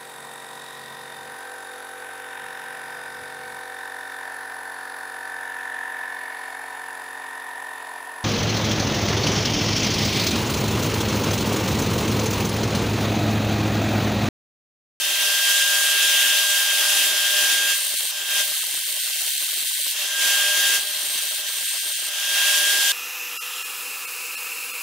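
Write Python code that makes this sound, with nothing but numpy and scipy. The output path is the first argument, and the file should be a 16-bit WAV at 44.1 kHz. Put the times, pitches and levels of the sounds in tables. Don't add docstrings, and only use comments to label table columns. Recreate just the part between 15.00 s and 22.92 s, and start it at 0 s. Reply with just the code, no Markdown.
import sys
import numpy as np
from scipy import signal
from scipy.fft import rfft, irfft
from scipy.io import wavfile
from scipy.ndimage import uniform_filter1d

SR = 44100
rng = np.random.default_rng(int(sys.argv[2]) if len(sys.argv) > 2 else 0)


def boost_factor(decibels):
    exponent = np.asarray(decibels, float) / 20
    return 10 ** exponent


def generate_wav(sig):
    pcm = np.round(np.clip(np.atleast_2d(sig).T, -1, 1) * 32767).astype(np.int16)
    wavfile.write(sys.argv[1], SR, pcm)


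N = 349263
T = np.arange(N) / SR

# time in seconds, mesh frequency in Hz.
MESH_SPEED = [(0, 1581.6), (.32, 1600.5), (.6, 1607.8), (1.6, 1606.8), (2.08, 1599.9), (2.5, 1609.8),
              (2.72, 1608.7), (3.05, 1576.9), (3.37, 1604.8), (3.66, 1575.5), (4.9, 1575.5), (5.15, 1603),
              (5.6, 1613.3), (5.74, 1612.5), (5.92, 1598.6), (7.04, 1596.8), (7.28, 1610), (7.62, 1616.5)]
# time in seconds, change in dB.
GEAR_PLAY = [(0, -2), (.62, 1.5), (.96, -0.5), (1.28, .5), (2.08, -2), (2.6, 1), (4.2, 1), (4.9, -8),
             (5.15, 2.5), (5.6, 1), (7, 1.5), (7.6, 0.5)]
# multiple of the rotor speed, level in dB.
LOW_ORDERS = [(9.5, -24), (11.5, -19.5), (12.5, -25)]
# multiple of the rotor speed, level in dB.
HIGH_ORDERS = [(19, -17), (20, -11), (22, -12), (23, -15), (25, -13), (31.5, -13), (42, -17)]
# start in seconds, end in seconds, blade ring in dB,
# rasp over ring in dB, readiness of low bands to drop out.
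STROKES = [
    (2.737, 3.112, -34.5, 2, 2.1),
    (3.422, 4.258, -37, 4, 2.42),
    (4.261, 4.936, -35, 3, 2.7),
    (5.775, 6.418, -35, 2, 0.87),
    (6.466, 7.095, -33.5, -1, 1.7),
]
# frequency in Hz, density in dB per Hz.
RASP_SPECTRUM = [(1060, -42), (1800, -15.5), (2160, -4.5), (2490, -18), (3060, -1.5), (4760, -15),
                 (8710, -3.5), (15500, -3)]
# frequency in Hz, width in Hz, height in dB.
RASP_MODES = [(4120, 800, 13), (4550, 67, 14), (7650, 280, 4), (9540, 300, 6.5)]
# frequency in Hz, width in Hz, level in dB.
BLADE_MODES = [(8480, 480, -1), (8760, 480, 0), (11550, 340, -6)]
# frequency in Hz, left-right likeness.
FILE_LIKENESS = [(60, 0.44), (950, 0.96), (15000, 0.1)]
# frequency in Hz, density in dB per Hz.
HISS_SPECTRUM = [(120, -54), (200, -34.5), (554, -23), (596, -18), (653, -18), (1380, -16), (1560, -10),
                 (1840, -10), (2330, -11), (3120, -4.5), (4030, -7.5), (10000, -9), (15500, -14)]
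# frequency in Hz, width in Hz, height in dB.
HOUSING_MODES = [(2707, 160, 7.5), (3627, 85, 5.5), (6030, 340, 3), (7760, 510, -0.5), (8720, 340, 2.5)]
# frequency in Hz, left-right likeness.
MOTOR_LIKENESS = [(60, 1), (150, 0.98), (380, 0.86), (950, 0.81), (2380, 0.71), (5980, 0.38), (15000, 0.51)]
# frequency in Hz, level in dB.
BENCH_HUM = [(306.8, -66), (393.0, -63), (452.2, -62), (602.9, -47), (786.0, -55), (1055, -56)]
# frequency in Hz, left minus right in dB.
CHANNEL_LEAN = [(60, 1), (380, 1.0), (2380, -0.5), (15000, 1)]
LOW_BAND_EDGES = (170, 260, 345, 470, 620, 790, 960, 1130, 1380)
# frequency in Hz, readiness of a low band to drop out.
DROP_READINESS = [(130, 1.3), (215, 1.2), (300, .6), (345, .35), (430, -.2), (500, -2.1), (900, -2.2),
                  (1300, -2.1)]
# frequency in Hz, depth of a dropped band in dB.
DROP_DEPTH = [(100, -8), (215, -14), (300, -22), (390, -24), (500, -32), (1300, -32)]
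# start in seconds, length in seconds.
LONG_GAPS = [(2.95, 0.046), (3.604, 0.024), (3.81, 0.044), (3.996, 0.038), (4.122, 0.034), (4.297, 0.056),
             (4.36, 0.036), (4.535, 0.021), (4.653, 0.052), (4.725, 0.044), (4.795, 0.0413), (4.898, 0.02),
             (6.193, 0.036), (6.289, 0.021), (6.345, 0.04), (6.637, 0.046), (6.693, 0.024), (6.785, 0.039),
             (6.925, 0.062)]
# frequency in Hz, swell of a surviving low band in dB.
SURVIVOR_SWELL = [(130, 2.5), (215, 2.5), (300, 7), (390, 5), (500, 0)]
TOP_BAND_EDGES = tuple(range(10000, 16200, 260))

MESH_PER_TURN = 10.5
FREE_HZ, WARMING_HZ_PER_S = 1607, 1.3
MESH_DB, MESH_LOSS_DB, MESH_SAG_HZ = -27.5, -17.5, 42
MESH_CUT_DB, LOAD_S = -5, 0.075
OCTAVE_DB, OCTAVE_LOSS_DB = -29.5, -2.5
HISS_DB, HUM_DB, HUM_LOSS_DB = -23, 0.5, -0.5
BRIGHT_DB, BRIGHT_CUT_DB, CASE_DB, CASE_CUT_DB = -0.6, 0.6, 1.5, -2
SHAKE_S, SHAKE_LENGTH_S, SHAKE_DB = 0.84, 0.6, 3
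TOUCH_S, UNEVEN_DB, BITES_PER_S, BITE_DECAY_S = 0.016, 1.8, 900, 0.00038
TURNED_S, TURNED_DULL_DB, TURNED_TOP_DB = 5.4, -2.5, 6
DUCK_DB, DUCK_S, LIFT_SHARE, HOLD_S, RECOVER_S = -9, 0.056, 0.35, 0.16, 0.13
START_DB, START_S = -4, 0.16


def drill():
    mesh_hz = uniform_filter1d(np.interp(T, *np.transpose(MESH_SPEED)), size=SR // 8)
    sag_hz = np.maximum(FREE_HZ + WARMING_HZ_PER_S * T - mesh_hz, 0)
    strain = 1 - np.exp(-sag_hz / MESH_SAG_HZ)
    turns = np.cumsum(mesh_hz) / SR / MESH_PER_TURN
    gain_db = ducking()
    cut = uniform_filter1d(1. * cutting(T), size=4000)
    hiss_db = HISS_DB + gain_db
    whine = gear_whine(turns, strain, gain_db, hiss_db, cut)
    return whine + fan_hiss(turns, hiss_db, cut) + bench_hum(strain, gain_db), turns


def gear_whine(turns, strain, gain_db, hiss_db, cut):
    ease = np.exp(-1 / (LOAD_S * SR))
    load = signal.lfilter([1 - ease], [1, -ease], cut)
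    mesh_db = MESH_DB + gain_db + MESH_LOSS_DB * strain
    mesh_db += np.interp(T, *np.transpose(GEAR_PLAY)) + MESH_CUT_DB * load
    octave_db = OCTAVE_DB + gain_db + OCTAVE_LOSS_DB * strain
    whine = tone(MESH_PER_TURN * turns, mesh_db, flutter_db=0.37, flutter_hz=60.2, spread=0.084)
    whine += tone(2 * MESH_PER_TURN * turns, octave_db, flutter_db=1.04, flutter_hz=61.0, spread=0.071)
    low_db = 0.64 * hiss_db + 0.4 * mesh_db
    high_db = octave_db - 4.0 * cut
    for orders, near_db in (LOW_ORDERS, low_db), (HIGH_ORDERS, high_db):
        for order, db in orders:
            whine += tone(order * turns, near_db + db, flutter_db=2.3, flutter_hz=59.2, spread=0.12)
    return whine


def file(turns):
    ring_level, rasp_level = np.zeros((2, N))
    for start, end, db, rasp_db, _ in STROKES:
        stroke = ramp(T, start - TOUCH_S / 2, TOUCH_S) - ramp(T, end - TOUCH_S / 2, TOUCH_S)
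        ring_level += stroke * boost_factor(db)
        rasp_level += stroke * boost_factor(db + rasp_db)
    ring_level *= boost_factor(UNEVEN_DB * wander(11))
    rasp_level *= boost_factor(0.38 * wander(5.1))
    bite_size = boost_factor(1.7 * np.minimum(rng.exponential(1, N), 4))
    bites = bite_size * (rng.random(N) < BITES_PER_S / SR)
    bites = evened(signal.lfilter([1], [1, -np.exp(-1 / (BITE_DECAY_S * SR))], bites))
    pulse = 1 + (0.057 + 0.05 * wander(3.5)) * np.cos(2 * np.pi * turns)
    grip = (1 + 0.73 * bites) * pulse * boost_factor(0.41 * wander(40))
    turned = 1. * (T > TURNED_S)
    scrape = rng.standard_normal((2, N))
    scrape = (scrape + 0.61 * scrape[::-1]) * grip
    ring = 0
    for hz, width, db in BLADE_MODES:
        wake_db = (hz > 1e4) * TURNED_TOP_DB * (2 * turned - 2)
        ring = ring + boost_factor(db + wake_db) * peak(scrape, hz, width)
    dull_db = TURNED_DULL_DB * turned
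    rasp = noise(RASP_SPECTRUM, RASP_MODES, FILE_LIKENESS, patchy_db=0.5, bright_db=dull_db) * grip
    return ring_level * evened(ring) + boost_factor(7.0) * rasp_level * evened(rasp)


def fan_hiss(turns, hiss_db, cut):
    bright_db = BRIGHT_DB + BRIGHT_CUT_DB * cut + 0.27 * wander(6)
    case_db = CASE_DB + CASE_CUT_DB * cut + 0.25 * wander(11)
    case_db += SHAKE_DB * np.sin(np.pi * ramp(T, SHAKE_S, SHAKE_LENGTH_S)) ** 0.5
    once = (0.045 + 0.035 * wander(5.8)) * np.cos(2 * np.pi * turns)
    twice = (0.05 + 0.04 * wander(4)) * np.cos(4 * np.pi * turns + 0.7)
    hiss = noise(HISS_SPECTRUM, HOUSING_MODES, MOTOR_LIKENESS, 0.84, bright_db, case_db)
    return boost_factor(hiss_db + 4.0 + 0.84 * wander(25)) * hiss * (1 + once + twice)


def bench_hum(strain, gain_db):
    hum_db = HUM_DB + gain_db + HUM_LOSS_DB * strain
    return sum(tone(hz * T, db + hum_db, flutter_db=2.7, flutter_hz=30, spread=0.085) for hz, db in BENCH_HUM)


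def tone(turns, db, flutter_db, flutter_hz, spread):
    phase = 2 * np.pi * (turns + rng.random()) + 0.092 * wander(flutter_hz)
    apart = spread * wander(1.4) * np.array([[1], [-1]])
    return np.sqrt(2) * boost_factor(db + flutter_db * wander(flutter_hz)) * np.sin(phase + apart)


def noise(spectrum, modes, likeness, patchy_db, bright_db=0 * T, case_db=0 * T):
    frames, hz = N // 128 + 5, np.fft.rfftfreq(512, 1 / SR)
    a, b, c, d, patches = rng.standard_normal((frames, 257, 5)).T
    patches = evened(uniform_filter1d(uniform_filter1d(patches, 10, 0), 24, 1))
    colour_db = read(spectrum, hz)
    for mode_hz, width, db in modes:
        colour_db = colour_db + db / (1 + (2 * (hz - mode_hz) / width) ** 2)
    like = np.clip(read(likeness, hz), -1, 1)[:, None]
    left = a + 1j * b
    right = like * left + np.sqrt(1 - like ** 2) * (c + 1j * d)
    top = np.clip(np.log2(hz / 4000 + 1e-3), 0, 1)[:, None]
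    case = np.exp(-((hz - 3200) / 700) ** 2)[:, None]
    frame_s = np.arange(frames) * 128 / SR
    bright_db, case_db = np.interp(frame_s, T, bright_db), np.interp(frame_s, T, case_db)
    level_db = colour_db[:, None] + patchy_db * patches + top * bright_db + case * case_db
    z = np.array([left, right]) * boost_factor(level_db)
    return evened(signal.istft(z, nperseg=512, noverlap=384)[1][:, :N])


def peak(x, hz, width):
    b, a = signal.iirpeak(hz, hz / width, SR)
    return signal.lfilter(b, a, signal.lfilter(b, a, x))


def wander(top_hz):
    speeds, starts = np.geomspace(top_hz / 20, top_hz, 24), rng.random(24)
    coarse = T[::128, None]
    wave = (np.sin(2 * np.pi * (speeds * coarse + starts)) / np.sqrt(speeds)).sum(1)
    return evened(np.interp(T, coarse[:, 0], wave))


def evened(x):
    return x / np.sqrt(np.mean(x ** 2) + 1e-20)


def read(points, hz):
    f, value = np.transpose(points)
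    return np.interp(np.log(hz + 1), np.log(f + 1), value)


def ramp(t, start, length):
    return np.clip((t - start) / length, 0, 1)


def cutting(t):
    return np.max([(t > start) & (t < end) for start, end, *_ in STROKES], axis=0)


def ducking():
    held = []
    for start, end, *_ in STROKES:
        lift = LIFT_SHARE * ramp(T, end, DUCK_S)
        recovery = (1 - LIFT_SHARE) * ramp(T, end + HOLD_S, RECOVER_S)
        held.append(ramp(T, start - DUCK_S / 3, DUCK_S) * (1 - lift - recovery))
    return DUCK_DB * np.max(held, axis=0) + START_DB * np.exp(-T / START_S)


def scene():
    drilling, turns = drill()
    return drilling + file(turns)


def below(x, hz):
    return signal.oaconvolve(x, signal.firwin(1023, hz, window=("kaiser", 8), fs=SR)[None], "same")


def drop_low_bands(x, swell_db=1.86, long_gap_db=-12):
    hz, t, z = signal.stft(x, SR, nperseg=512, noverlap=384)
    block = np.arange(len(t)) // 4
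    pair = block // 2
    draw = rng.standard_normal((len(t), len(LOW_BAND_EDGES) + 3)).T
    shared = draw[-1, block]
    slow = 0.55 * evened(uniform_filter1d(draw[0], size=6))[pair] + 0.8 * draw[-2, pair]
    band = np.searchsorted(LOW_BAND_EDGES, hz)
    low, bass = (band < len(LOW_BAND_EDGES))[:, None], (band < 4)[:, None]
    cut = cutting(t)
    bass_luck = np.where(cut, shared, slow) + 0.33 * draw[band][:, pair]
    luck = np.where(bass, bass_luck, 0.55 * shared + 0.85 * draw[band][:, block])
    readiness = sum(r * ((t > start) & (t < end)) for start, end, _, _, r in STROKES)
    long_gap = sum((t > start) & (t < start + length) for start, length in LONG_GAPS)
    need = read(DROP_READINESS, hz)[:, None] + 0.9 * readiness - 1.4 * bass * cut + 2.0 * long_gap
    shut = np.clip((need - luck) / 0.1 + 0.5, 0, 1)
    depth_db = read(DROP_DEPTH, hz)[:, None] + long_gap_db * long_gap - 6.9 * bass * cut
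    gain_db = depth_db * shut + swell_db * cut + read(SURVIVOR_SWELL, hz)[:, None]
    return signal.istft(z * boost_factor(low * gain_db), SR, nperseg=512, noverlap=384)[1][:, :N]


def speckle(x, share, depth_db):
    hz, t, z = signal.stft(x, SR, nperseg=1024)
    luck = rng.random((len(t) // 3 + 1, len(TOP_BAND_EDGES) + 1)).repeat(3, 0)[:len(t)].T
    band = np.searchsorted(TOP_BAND_EDGES, hz)
    chance = (band > 0)[:, None] * share * (0.12 + cutting(t))
    kept = boost_factor(depth_db * np.clip((chance - luck[band]) / 0.02, 0, 1))
    return signal.istft(z * kept, SR, nperseg=1024)[1][:, :N]


def low_pass(x):
    return signal.sosfilt(signal.butter(12, 16690, fs=SR, output="sos"), x)


def record(dry):
    lean = boost_factor(read(CHANNEL_LEAN, np.fft.rfftfreq(N, 1 / SR)) / 2)
    balanced = irfft(rfft(dry) * [lean, 1 / lean], N)
    gated = drop_low_bands(below(balanced, hz=15750))
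    mix = speckle(gated, share=0.06, depth_db=-46)
    return low_pass(mix)


dry = scene()
out = record(dry)
generate_wav(out)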